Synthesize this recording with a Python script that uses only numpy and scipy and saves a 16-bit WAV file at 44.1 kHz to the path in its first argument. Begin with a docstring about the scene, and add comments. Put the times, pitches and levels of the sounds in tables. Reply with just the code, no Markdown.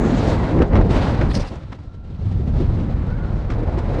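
"""Wind roars and buffets under a thin high hiss that soon fades: a small body-worn camera microphone
during a jump off a cliff under a wing. Straps flap and scrape, the wind lulls, then builds again.
The wind is four layers of coloured noise, in bands that flicker; air over an edge is a wavering sine;
flaps are bursts of noise over a dull ring; scrapes are ragged clicks through resonant bands."""
import sys
import numpy as np
from scipy import signal
from scipy.fft import rfft, irfft
from scipy.io import wavfile
from scipy.ndimage import uniform_filter1d

SR = 44100
rng = np.random.default_rng(int(sys.argv[2]) if len(sys.argv) > 2 else 0)


def pcm_store(signal):
    """Save signal as 16-bit PCM."""
    levels = np.round(np.clip(np.atleast_2d(signal), -1, 1) * 32767)
    wavfile.write(sys.argv[1], SR, levels.astype(np.int16).T)


N = 176400  # 4 s


def undb(db):
    """Turn decibels into an amplitude factor."""
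    return 10 ** (np.asarray(db) / 20)


def unit(x):
    """Scale x to an RMS of 1."""
    return x / np.sqrt(np.mean(x ** 2) + 1e-18)


def noise():
    """White noise over the whole scene."""
    return rng.standard_normal(N)


def colour(x, table):
    """Shape the spectrum of x by (Hz, dB) points on a log axis; all beyond them is cut by 120 dB."""
    hz, db = np.array(table, float).T
    f = np.arange(len(x) // 2 + 1) * SR / len(x) + 1e-3
    gain = undb(np.interp(np.log(f), np.log(hz), db, -120, -120))
    return irfft(rfft(x) * gain, len(x))


def hump(hz, width):
    """A rounded band around hz that is 12 dB down at width octaves to either side."""
    return [(hz * 2. ** (k * width), -12 * k * k) for k in np.linspace(-2, 2, 13)]


def band_noise(x, hz, width):
    """Pass x through one rounded band, at an RMS of 1."""
    return unit(colour(x, hump(hz, width)))


def walk(rate):
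    """Random levels held for 1 / rate s, smoothed twice into a slow wander of RMS 1."""
    k = max(int(SR / rate), 2)
    steps = np.repeat(rng.standard_normal(N // k + 1), k)[:N]
    return unit(uniform_filter1d(uniform_filter1d(steps, k), k))


AIR_HZ, AIR_START_DB, AIR_FADE_DB_PER_S = 6670, -50.5, 33.5


def airy_hiss(t):
    """A high, narrow band of flickering noise that thins out steadily from the start."""
    air = band_noise(noise(), AIR_HZ, 0.3)
    return air * undb(AIR_START_DB - AIR_FADE_DB_PER_S * t + 4.7 * walk(30))


# air whistling broadly over an edge: (time [s], centre frequency [Hz], level [dB])
EDGE_WHISTLE = [(3.06, 1350, -60), (3.095, 1350, -41), (3.135, 1520, -39), (3.165, 1500, -49),
                (3.24, 1440, -43), (3.36, 1400, -58)]


def edge(t):
    """Air over an edge: a sine of wavering pitch, its strength shaken by low noise into a narrow band."""
    s, hz, db = np.array(EDGE_WHISTLE).T
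    shake = 1 + .5 * band_noise(noise(), 40, 1.4)
    pitch_hz = np.interp(t, s, hz) * (1 + .02 * walk(55))
    tone = np.sin(2 * np.pi * np.cumsum(pitch_hz) / SR)
    return shake * tone * undb(np.interp(t, s, db) + 1.5 * walk(29))


SCRAPE_EDGE_S, SCRAPE_GRAINS_PER_S = 0.021, 4000
SCRAPE_TOP_HZ, SCRAPE_TOP_DB = 8650, -13
SCRAPE_SAG = .06  # share by which the ring starts above and ends below its centre
# webbing that scrapes: (start time [s], length [s], level [dB], centre frequency [Hz])
WEBBING_SCRAPES = [(1.294, 0.042, -47, 4000), (1.338, 0.043, -37, 5040), (1.385, 0.048, -46, 5240),
                   (1.47, 0.028, -51, 4770)]


def scrapes(t):
    """Dense, ragged stick-slip clicks ring the webbing; the ring sinks as the strap runs out."""
    out = np.zeros(N)
    for s, length, db, hz in WEBBING_SCRAPES:
        grit = noise()
        grains = rng.random(N) < SCRAPE_GRAINS_PER_S / SR
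        clicks = grit * (0.41 + grains * 3) * undb(1.3 * walk(120))
        high = band_noise(clicks, hz * (1 + SCRAPE_SAG), 0.34)
        low = band_noise(clicks, hz * (1 - SCRAPE_SAG), 0.34)
        # crossfade from the high ring to the low one
        turn = np.clip((t - s) / length, 0, 1) * np.pi / 2
        ring = high * np.cos(turn) + low * np.sin(turn)
        body = undb(-1.5) * band_noise(clicks, 2200, 1.0)
        top = undb(SCRAPE_TOP_DB) * band_noise(clicks, SCRAPE_TOP_HZ, .35)
        # the ramps are at half height at the start and the end
        fade = np.clip(np.minimum(t - s, s + length - t) / SCRAPE_EDGE_S + .5, 0, 1)
        out += undb(db) * (ring + body + top) * fade
    return out


FLAP_ATTACK_S = 0.0025
FLAP_RUSTLE_DB, FLAP_RUSTLE_S = -13.5, 0.0073  # swell before and after the onset
FLAP_THUMP_DB, FLAP_THUMP_HZ, FLAP_THUMP_T60_S = 5, 260, .05  # level against the flap, mean pitch, decay
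# flaps of cloth and straps:
# (time [s], level [dB], treble against body [dB], 60 dB decay time [s])
STRAP_FLAPS = [(0.59, -24, -21, 0.014), (0.619, -21.5, -22, 0.04), (0.625, -25.5, -16, 0.016),
               (0.729, -26, -36, 0.014), (0.74, -30, -32, 0.022), (0.754, -18.5, -24, 0.05),
               (0.774, -27, -20, 0.039), (0.787, -24, -22, 0.035), (0.812, -22.5, -24, 0.048),
               (1.211, -21, -37, 0.05), (1.227, -36, -19, 0.021), (1.312, -24, -24, 0.03),
               (1.342, -27, -24, 0.029), (1.555, -52, 3, 0.048), (1.725, -30.5, -16, 0.043),
               (1.787, -42.5, -17, 0.027), (3.501, -30.5, -14.5, 0.19), (3.786, -35, -10, 0.06)]


def flaps(t):
    """Each flap is a quick ragged crack inside a softer swell of rustle; the housing rings short and dull."""
    body = band_noise(noise(), 790, 1.765)
    treble = band_noise(noise(), 3940, 0.92)
    ragged = undb(3.5 * walk(300))
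    out = np.zeros(N)
    for s, db, treble_db, t60 in STRAP_FLAPS:
        age = t - s
        since = np.clip(age, 0, 1)
        env = np.clip(age / FLAP_ATTACK_S, 0, 1) * undb(-60 * since / max(t60, .004))
        env += undb(FLAP_RUSTLE_DB) * np.exp(-(age / FLAP_RUSTLE_S) ** 2)
        crack = env * ragged * (body + undb(treble_db) * treble)
        # give every crack the energy of its envelope
        crack *= np.sqrt(np.mean(env ** 2) / np.mean(crack ** 2))
        thump_hz = FLAP_THUMP_HZ * (1 + 0.21 * rng.standard_normal())
        thump_level = undb(FLAP_THUMP_DB - 60 * since / FLAP_THUMP_T60_S)
        thump = np.sin(2 * np.pi * thump_hz * since) * thump_level
        out += undb(db) * (crack + thump)
    return out


def layer(table, shared_db, own_db, rate):
    """Coloured noise in half-octave bands: all follow the shared gusts and each flickers alone."""
    spec = rfft(colour(noise(), table))
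    f = np.arange(N // 2 + 1) * SR / N + 1e-3
    first, last = int(2 * np.log2(table[0][0])), int(2 * np.log2(table[-1][0])) + 1
    out = 0
    for k in range(first, last + 1):
        # neighbouring bands crossfade in frequency
        share = np.clip(1 - abs(2 * np.log2(f) - k), 0, 1)
        out = out + irfft(spec * share, N) * undb(own_db * walk(rate))
    return unit(out * undb(shared_db))


ROAR_SPLIT_HZ = 338
# tilt of the roar: (time [s], lift of its upper part against its lower part [dB])
ROAR_BRIGHTNESS = [(1.6, 1), (2.3, -6), (3.0, -7.5), (3.5, 9), (4, 10)]


def tilt_roar(roar, t):
    """Split the roar in two and lift one part as the other drops, so that it darkens and brightens."""
    lowpass = signal.butter(2, ROAR_SPLIT_HZ, fs=SR, output="sos")
    deep = signal.sosfiltfilt(lowpass, roar)
    tilt = undb(np.interp(t, *np.array(ROAR_BRIGHTNESS).T) / 2)
    return deep / tilt + (roar - deep) * tilt


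# rise and fall of the wind: (time [s], buffeting level [dB], roar level before its tilt [dB],
# rush level [dB], hiss level [dB])
WIND_LEVELS = [(0, -19.5, -17, -28, -46.5), (.17, -19.5, -19.5, -27.5, -40), (.5, -17.5, -19.5, -28, -43),
               (.56, -16, -16, -34, -52), (.62, -11.5, -13.5, -24, -49.5), (.68, -23.5, -23.5, -41, -54.5),
               (.74, -13, -15.5, -26.5, -51.5), (.8, -11.5, -15, -29.5, -49), (.84, -18, -19, -35.5, -51.5),
               (.885, -17.5, -18, -35, -49), (.91, -14.5, -16.5, -26.5, -38), (1.05, -20.5, -24, -27, -41),
               (1.24, -16.5, -20.5, -29, -45), (1.335, -20.5, -27.5, -40, -57),
               (1.37, -19.5, -21.5, -32.5, -52), (1.42, -18, -27, -37, -40), (1.44, -28, -33, -31, -46.5),
               (1.49, -36, -43, -44, -46), (1.515, -26.5, -24, -42, -49.5), (1.57, -31, -37, -41.5, -52),
               (1.605, -32.5, -46.5, -49, -60), (2.0, -33, -46.5, -57, -66),
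               (2.19, -26, -40.5, -50.5, -60.5), (2.24, -18.5, -35.5, -48, -56.5),
               (2.5, -18, -28, -44.5, -55.5), (2.57, -17, -25, -39.5, -50), (3.05, -20, -30.5, -40, -57),
               (3.45, -19, -32, -39.5, -55), (3.65, -21, -28.5, -38, -56.5), (4, -18.5, -26.5, -33, -48)]
# spectral colour of each wind layer, from the deepest up: (frequency [Hz], relative density [dB per Hz])
BUFFET_COLOUR = [(15, -21.5), (30, -1), (62, -2.5), (120, -5), (260, -24)]
ROAR_COLOUR = [(80, -28), (150, 0.5), (220, -1), (330, -4.5), (550, -13.5), (1100, -26)]
RUSH_COLOUR = [(250, -32), (520, -1.5), (1100, -9), (2100, -17.5), (3200, -32.5)]
HISS_COLOUR = [(1500, -11), (2600, -2), (4000, -2.5), (5500, -10.5), (8000, -19), (10000, -28.5),
               (12500, -42.5)]


def wind(t):
    """Quick eddies shake roar, rush and hiss together; deep pressure swings at the port roughen them."""
    s, *levels_db = np.array(WIND_LEVELS).T
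    buffet_level, roar_level, rush_level, hiss_level = (undb(np.interp(t, s, db)) for db in levels_db)
    # the first line gives amplitudes interpolated in dB; gust, eddy and swing below are weighted in dB
    gust, eddy = walk(24.1), walk(70)
    buffet = layer(BUFFET_COLOUR, 0 * t, 0.52, 9)
    swing = np.abs(uniform_filter1d(buffet, size=60))
    roar = layer(ROAR_COLOUR, 0.7 * gust + 1.6 * eddy + 1.7 * swing, 1.9, 25.93)
    roar = tilt_roar(roar, t)
    rush = layer(RUSH_COLOUR, 0.46 * gust + 0.92 * eddy + 0.55 * swing, 0.38, 21)
    hiss = layer(HISS_COLOUR, 0.71 * gust + 1.7 * eddy + 0.49 * swing, 1.0, 21)
    return buffet_level * buffet + roar_level * roar + rush_level * rush + hiss_level * hiss


def scene():
    """Mix all sources into one channel."""
    t = np.arange(N) / SR
    return (wind(t) + edge(t) + airy_hiss(t) + flaps(t) + scrapes(t))[None]


TOP_HZ = 12800


def record(dry):
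    """The camera rounds the loudest peaks and cuts the top steeply."""
    rounded = np.tanh(1.1 * dry) / 1.1
    lowpass = signal.ellip(8, .2, 70, TOP_HZ, fs=SR, output="sos")  # .2 dB ripple, 70 dB cut
    return signal.sosfilt(lowpass, rounded)


dry = scene()
out = record(dry)
pcm_store(out)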